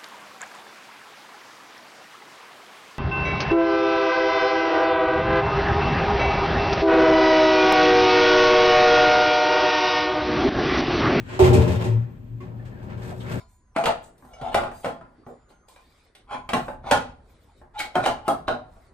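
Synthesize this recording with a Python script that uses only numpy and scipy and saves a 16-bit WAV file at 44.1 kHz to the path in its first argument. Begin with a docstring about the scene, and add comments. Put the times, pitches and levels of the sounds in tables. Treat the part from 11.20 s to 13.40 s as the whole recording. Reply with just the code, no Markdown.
"""Beside a rumbling, already lit burner, gas hisses out (filtered noise) in a small hard-walled kitchen.
A spark snaps, clicks begin (short noise bursts) and the gas catches: a pop, then decaying room and hob modes.
The flame roars and rushes (resonant and fluttering noise), with hob hum and scuffs, then hoots (a sine
and its octave) and settles. Last, a light hob knock (decaying modes), then the cook steps away with
dull shuffling and a rustle of clothes (shaped noise)."""
import sys
import numpy as np
from scipy import signal
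from scipy.fft import rfft, irfft, next_fast_len
from scipy.io import wavfile
from scipy.ndimage import uniform_filter1d, map_coordinates

SR = 44100
rng = np.random.default_rng(int(sys.argv[2]) if len(sys.argv) > 2 else 0)


def log_audio(samples):
    """Write samples as a 16-bit WAV file to the path given in sys.argv[1]."""
    # one column per channel
    frames = np.atleast_2d(samples).T
    # limit to full scale, then quantise
    limited = np.clip(frames, -1, 1)
    pcm = np.round(limited * 32767).astype(np.int16)
    wavfile.write(sys.argv[1], SR, pcm)


N = 97020

# stereo likeness of room noise: frequency_hz, left_right_correlation
LIKENESS = [(100, 0.96), (200, 0.76), (370, 0.2), (700, 0.24), (1300, 0.48), (2500, 0.23), (5500, 0.096),
            (8000, 1), (14000, 1)]
# stereo balance: frequency_hz, left_over_right_db
BALANCE = [(60, 2.5), (120, 4.5), (240, 6), (370, -1), (600, 2.5), (2000, 1.3), (9000, 0.5)]
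# left channel's delay behind the right: frequency_hz, lag_s
LEFT_LAG = [(100, .00005), (400, .00015), (900, .0003), (5100, .000294), (10400, .00024)]
# colour of the kitchen's lingering answer: frequency_hz, gain_db
ECHO_COLOUR = [(200, -14), (700, -7.5), (1600, 2), (3000, -10), (6000, -33)]
# spectrum of the lit burner: frequency_hz, level_db
RUMBLE_SPECTRUM = [(27, -32), (41, -1), (50, -17.5), (80, -5), (120, -7), (146, -9.5), (180, -9.5),
                   (260, -11.5), (340, -20), (700, -32.5), (2500, -59.5), (8000, -62.5), (14000, -64)]
# low drone of the lit burner: time_s, level_db
DRONE_LEVEL = [(0, -33.5), (0.07, -51), (0.12, -51), (1.08, -45.5), (1.15, -33), (1.22, -43), (1.4, -36.5),
               (1.58, -46), (1.75, -39), (2.2, -35.5)]
# hob's main resonance: time_s, level_db
HUM_LEVEL = [(0.06, -64), (0.13, -44), (0.195, -40), (0.27, -27), (0.45, -31.5), (0.55, -42), (0.68, -33),
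             (0.76, -40), (0.84, -66), (1.5, -64.5), (1.8, -47.5), (2.2, -46)]
# unlit gas: time_s, level_db
GAS_LEVEL = [(0, -49), (0.06, -53), (0.095, -39.5), (0.18, -37.5), (0.22, -64)]
# spectrum of the gas jet: frequency_hz, level_db
JET_SPECTRUM = [(150, -20), (280, -6.5), (700, -13.5), (1400, -15), (2600, -19), (5000, -32.5),
                (8300, -36.5), (14000, -57.5)]
# narrow-band scuffs and squeaks: start_s, level_db (before doubling), centre_hz, width_hz
SCUFFS = [(0.336, -32.5, 2520, 330), (1.39, -54, 1770, 120), (1.455, -53, 1720, 100),
          (1.517, -52, 1760, 120), (1.556, -52.5, 1640, 110), (1.606, -57, 1590, 110),
          (1.628, -49, 990, 150), (1.913, -34.5, 646, 300), (2.001, -47, 3260, 1200)]
# cook's movement: time_s, shuffle_db, cloth_db, swish_db
MOVES = [(1.19, -63.5, -96, -94), (1.23, -41, -57, -82), (1.33, -42.5, -66.5, -87), (1.42, -44, -60.5, -80),
         (1.59, -43.5, -59, -86.5), (1.66, -40, -58.5, -68), (1.715, -35.5, -49.5, -80.5),
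         (1.76, -38.5, -54, -76.5), (1.81, -38, -52.5, -63), (1.895, -34, -47, -53.5),
         (1.95, -37.5, -54.5, -65), (2.0, -39.5, -57, -57.5), (2.07, -35, -44.5, -62.5),
         (2.125, -30.5, -38, -48), (2.165, -27.5, -44, -51.5), (2.2, -34, -45, -55.5)]
# spectra of the movement: frequency_hz, level_db
SHUFFLE_SPECTRUM = [(24, -53.5), (45, -5), (117, -2.5), (220, -6), (320, -16), (520, -13), (850, -19.5),
                    (1500, -30.5), (3000, -68)]
CLOTH_SPECTRUM = [(500, -18), (900, -2), (1700, -0.5), (3500, -11.5), (5400, -24), (12000, -36.5)]
SWISH_SPECTRUM = [(1500, -16), (3500, 4.5), (6000, -0.5), (8500, 1), (14500, -7.5)]
# hob modes under a light knock: frequency_hz, level_db, t60_s
KNOCK_MODES = [(259, -8.5, 0.18), (369, -2.5, 0.44), (1061, -13, .32), (1108, -6, 0.2), (2067, -17.5, 0.19),
               (2440, -20, .2)]
# clicks of knob and hob: start_s, level_db, brightness_db
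CLICKS = [(0.194, -31, 10), (0.241, -32, 9.5), (0.33, -32.5, 15), (0.335, -32, 12.5), (0.432, -37, -14),
          (0.477, -37, 0.5), (0.514, -37, -1), (0.611, -43, -6), (0.639, -35.5, -1.5), (1.203, -50.5, -13),
          (1.452, -52, -3.5), (1.626, -61, 10), (1.697, -45.5, -25), (1.774, -52.5, -9.5), (1.818, -49, -4),
          (2.001, -48.5, -7)]
# spectrum of clicks and spark: frequency_hz, level_db
CLICK_SPECTRUM = [(200, -17), (500, -8), (1100, 5.5), (2700, 3.5), (5000, -4), (8500, -7), (14000, -21)]
# flame's hoot: time_s, pitch_hz, level_db
HOOT_TRACK = [(0.53, 112, -43), (0.58, 113.4, -22), (0.67, 109.3, -33), (0.70, 113.5, -20.5),
              (0.745, 111.8, -17), (0.80, 114.5, -20), (0.85, 119, -28.5), (0.93, 117, -60)]
# surges of the flame: start_s, boom_db, hob_db (both before doubling)
SURGES = [(0.194, -20, -3.5), (0.222, -8, -35.5), (0.316, -26, -9), (0.386, -12, -31.5), (0.49, -18, -31)]
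# modes set ringing by a surge: frequency_hz, level_db, t60_s
BOOM_MODES = [(87.1, 1, 0.22), (122, -14, 0.59)]
HOB_MODES = [(371.1, -0.5, .25), (449.8, -21.5, 0.47), (609, -13, 0.18), (800, -22.5, 0.18),
             (879, -15.5, 0.17), (1061, -27.5, 0.25)]
# resonances colouring roar and shuffling: centre_hz, width_hz, level_db
CAVITY_MODES = [(82, 16.6, -3), (121, 11.3, 2), (180.9, 10.9, -2.5), (219.7, 6, -5), (265.5, 15.2, -7.5),
                (360.7, 20, -7.5), (458.6, 16.4, -8), (577, 33, -15.5), (609, 10.3, -10.5),
                (792, 6.6, -12.5), (900, 9.3, -19.5), (1035, 25, -19), (1836, 12, -27.5), (2500, 28, -29)]
# flame: time_s, roar_db, rush_db
FLAME_LEVELS = [(0.19, -40, -24.5), (0.225, -18.5, -24.5), (0.26, -17.5, -25.5), (0.30, -16, -27.5),
                (0.365, -13, -31), (0.44, -19, -31.5), (0.51, -21.5, -31.5), (0.595, -31.5, -39),
                (0.66, -25.5, -34), (0.72, -31.5, -44), (0.79, -38, -53), (0.87, -42.5, -60.5),
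                (0.97, -57, -76.5), (1.12, -58, -86)]
# spectrum of the flame's rush: frequency_hz, level_db
RUSH_SPECTRUM = [(260, -40), (480, -3), (850, -9), (1400, -18), (2600, -19.5), (5000, -30), (8000, -37),
                 (11000, -39.5), (14000, -44), (15000, -47.5)]

TOP_HZ = 15100
RIPPLE_DB, RIPPLE_STEP_HZ = 2.76, 45
ECHO_DB, ECHO_RISE_S, ECHO_T60_S = -8, 0.0054, 0.82
RUMBLE_DB, DRONE_HZ, DRONE_SWING_DB = -42.5, 117.9, -0.5
WHINE_HZ, WHINE_WIDTH_HZ, WHINE_DB = 13560, 200, -78
HOB_HZ, HUM_SWING_DB = 371.5, 1.7
SCUFF_RISE_S, SCUFF_T60_S = 0.0098, 0.13
KNOCK_S, KNOCK_DB = 1.203, -35.5
CLICK_RISE_S, CLICK_T60_S, CLICK_SPLIT_HZ = 0.003, 0.26, 2800
HOOT_OCTAVE_DB = -26
SPARK_S, SPARK_DB, SPARK_RISE_S, SPARK_T60_S = 0.1918, -26, 0.0002, 0.014
IGNITION_S = 0.191
POP_DB, POP_HZ, POP_WIDTH_HZ, POP_RISE_S, POP_T60_S = -16, 703, 330, 0.0019, 0.12
BOOM_RISE_S, HOB_RISE_S, HOB_PAN_DB = 0.016, 0.021, -5


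def amp(db):
    """Amplitude gain of a level in dB."""
    return 10 ** (np.asarray(db) / 20)


def unit(x):
    """x scaled to rms 1."""
    return x / np.sqrt(np.mean(x ** 2) + 1e-20)


def along(points, hz):
    """Value at hz from (frequency_hz, value) points on a log axis."""
    f, v = np.transpose(points)
    return np.interp(np.log(hz + 1), np.log(f + 1), v)


def curves(rows):
    """One value per sample for each column after the time."""
    s, *cols = np.transpose(rows)
    return [np.interp(np.arange(N) / SR, s, c) for c in cols]


def wobble(rate_hz):
    """Smooth random curve with rate_hz knots a second."""
    knots = rng.standard_normal(int(N * rate_hz / SR) + 4)
    return map_coordinates(knots, [np.arange(N) * rate_hz / SR])


def filtered(x, response):
    """x times a response of frequency, padded against wrap-around."""
    m = next_fast_len(N + SR // 2)
    return irfft(rfft(x, m) * response(np.fft.rfftfreq(m, 1 / SR)), m)[..., :N]


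def pan(db):
    """Left and right gains for a left-over-right difference."""
    return amp(np.array([[0.5], [-0.5]]) * db)


def noise(colour):
    """Stereo room noise of rms 1; colour gives the gain at each frequency."""
    def mid_side(hz):
        turn = np.arccos(np.clip(along(LIKENESS, hz), -1, 1)) / 2
        return colour(hz) * np.array([np.cos(turn), np.sin(turn)])

    mid, side = filtered(rng.standard_normal((2, N)), mid_side)
    stereo = np.array([mid + side, mid - side])
    return unit(filtered(stereo, lambda hz: pan(along(BALANCE, hz))))


def hiss(spectrum):
    """Room noise with a spectrum rippled by wall reflections, less so below 1 kHz."""
    knots = rng.standard_normal(2000)

    def colour(hz):
        ripple = map_coordinates(knots, [hz / RIPPLE_STEP_HZ], mode="wrap")
        return amp(along(spectrum, hz) + RIPPLE_DB * np.minimum(hz / 1000, 1) * ripple)

    return noise(colour)


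def resonant(peaks):
    """Room noise through parallel second-order resonances of alternating sign."""
    def colour(f):
        total = 0
        for k, (centre, width, db) in enumerate(peaks):
            damping = 1j * f * width
            total = total + (-1) ** k * amp(db) * damping / (centre * centre - f * f + damping)
        return total

    return noise(colour)


def band(centre_hz, width_hz):
    """Room noise around one frequency."""
    return noise(lambda hz: 1 / (1 + (2 * (hz - centre_hz) / width_hz) ** 2))


def steady(x, size):
    """x with its slow swells evened out over size samples."""
    power = uniform_filter1d(np.mean(x ** 2, axis=0), size)
    return x / np.sqrt(np.abs(power) + 1e-9)


def struck(start_s, rise_s, t60_s):
    """Envelope that rises from start_s and decays exponentially."""
    t = np.maximum(np.arange(N) / SR - start_s, 0)
    return (1 - np.exp(-t / rise_s)) * 1000 ** (-t / t60_s)


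def ring(start_s, modes, rise_s, rough_rad=0.3):
    """Decaying sine modes; phase wavers in proportion to frequency, rough_rad at HOB_HZ."""
    t = np.arange(N) / SR - start_s
    out = np.zeros(N)
    for hz, db, t60_s in modes:
        phase = 2 * np.pi * hz * t + rough_rad * hz / HOB_HZ * wobble(60.2)
        out += amp(db) * struck(start_s, rise_s, t60_s) * np.sin(phase)
    return out


def background():
    """Lit burner: noise rumble, a wavering low drone and a faint narrow-band whine."""
    db, = curves(DRONE_LEVEL)
    phase = 2 * np.pi * DRONE_HZ * np.arange(N) / SR + 0.86 * wobble(9)
    drone = amp(db + DRONE_SWING_DB * wobble(10.17)) * unit(np.sin(phase)) * pan(along(BALANCE, DRONE_HZ))
    rumble = amp(RUMBLE_DB) * hiss(RUMBLE_SPECTRUM)
    whine = amp(WHINE_DB) * resonant([(WHINE_HZ, WHINE_WIDTH_HZ, 0)])
    return drone + rumble + whine


def hum():
    """Hob's main resonance: a hollow sine, unsteady in phase and level."""
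    db, = curves(HUM_LEVEL)
    phase = 2 * np.pi * HOB_HZ * np.arange(N) / SR + 0.59 * wobble(24.4)
    return amp(db + HUM_SWING_DB * wobble(30.0)) * unit(np.sin(phase)) * pan(along(BALANCE, HOB_HZ))


def scuffs():
    """Brief rubs and squeaks, each in one narrow band."""
    out = np.zeros((2, N))
    for start_s, db, centre_hz, width_hz in SCUFFS:
        rub = steady(band(centre_hz, width_hz), size=900)
        out += amp(db) * struck(start_s, SCUFF_RISE_S, SCUFF_T60_S) * rub
    return 2 * out


def cook(grain_db=1.4, flutter_db=1.1, room_db=-4):
    """Dull shuffling that stirs the room's resonances, and grainy rubbing of cloth."""
    shuffle_db, cloth_db, swish_db = curves(MOVES)
    shuffle = unit(hiss(SHUFFLE_SPECTRUM) + amp(room_db) * resonant(CAVITY_MODES))
    grain = amp(flutter_db * wobble(30.15) + grain_db * wobble(300))
    rubbing = amp(cloth_db) * hiss(CLOTH_SPECTRUM) + amp(swish_db) * hiss(SWISH_SPECTRUM)
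    return amp(shuffle_db) * shuffle + grain * rubbing


def knock():
    """Light knock as the hand shifts on the hob's edge: modes waver separately per channel."""
    return amp(KNOCK_DB) * np.array([ring(KNOCK_S, KNOCK_MODES, CLICK_RISE_S) for channel in range(2)])


def clicks():
    """Knob and hob clicks: decaying noise bursts, tilted in treble by their brightness."""
    out = np.zeros((2, N))
    for start_s, db, bright_db in CLICKS:
        def colour(hz):
            treble = hz ** 2 / (hz ** 2 + CLICK_SPLIT_HZ ** 2)
            return amp(along(CLICK_SPECTRUM, hz) + bright_db * treble)

        out += amp(db) * struck(start_s, CLICK_RISE_S, CLICK_T60_S) * noise(colour)
    return out


def gas():
    """Unlit gas jet: noise with an unsteady level."""
    db, = curves(GAS_LEVEL)
    return amp(db + wobble(50)) * hiss(JET_SPECTRUM)


def spark():
    """Igniter's snap: a very short, bright noise burst."""
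    return amp(SPARK_DB) * struck(SPARK_S, SPARK_RISE_S, SPARK_T60_S) * hiss(CLICK_SPECTRUM)


def hoot():
    """Settling flame sings one low note with a faint octave."""
    hz, db = curves(HOOT_TRACK)
    phase = 2 * np.pi * np.cumsum(hz) / SR
    tone = np.sin(phase) + amp(HOOT_OCTAVE_DB) * np.sin(2 * phase)
    return amp(db) * np.sqrt(2) * tone * pan(along(BALANCE, hz))


def whump():
    """Gas catches with a dull pop; each surge of flame booms in the room and rings the hob."""
    pop = amp(POP_DB) * struck(IGNITION_S, POP_RISE_S, POP_T60_S) * band(POP_HZ, POP_WIDTH_HZ)
    boom = sum(amp(db) * ring(s, BOOM_MODES, BOOM_RISE_S) for s, db, _ in SURGES)
    hob = sum(amp(db) * ring(s, HOB_MODES, HOB_RISE_S) for s, _, db in SURGES)
    boom_pan_db = along(BALANCE, BOOM_MODES[0][0])
    return pop + 2 * (boom * pan(boom_pan_db) + hob * pan(HOB_PAN_DB))


def flame(flutter_db=2.0, crackle_db=1.56, rise_s=0.0023):
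    """Turbulent burning from ignition: a roar in the hob's resonances under a fluttering rush."""
    roar_db, rush_db = curves(FLAME_LEVELS)
    alight = 1 - np.exp(-np.maximum(np.arange(N) / SR - IGNITION_S, 0) / rise_s)
    roar = amp(roar_db) * steady(resonant(CAVITY_MODES), size=3000)
    flutter = flutter_db * wobble(44.6) + crackle_db * wobble(400)
    rush = amp(rush_db + flutter) * hiss(RUSH_SPECTRUM)
    return alight * (roar + rush)


def echo(x):
    """Hard walls hold on to the middle range: convolution with one second of decaying noise."""
    tail = (struck(0, ECHO_RISE_S, ECHO_T60_S) * rng.standard_normal((2, N)))[:, :SR]
    wet = signal.fftconvolve(x, tail / np.linalg.norm(tail[0]), axes=1)[:, :N]
    return amp(ECHO_DB) * filtered(wet, lambda hz: amp(along(ECHO_COLOUR, hz)))


def scene():
    """Sum of all sources; only flame and clicks feed the echo."""
    fire = flame() + clicks()
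    surroundings = background() + hum() + scuffs() + cook() + knock()
    return surroundings + gas() + spark() + hoot() + whump() + fire + echo(fire)


def record(dry):
    """Round the peaks, cut the top and delay left against right."""
    rounded = dry / (1 + np.abs(dry) ** 8) ** (1 / 8)

    def response(hz):
        # half the lag on each side
        half_lag_rad = np.pi * hz * along(LEFT_LAG, hz)
        return (hz < TOP_HZ) * np.exp(1j * half_lag_rad * np.array([[-1], [1]]))

    return filtered(rounded, response)


dry = scene()
out = record(dry)
log_audio(out)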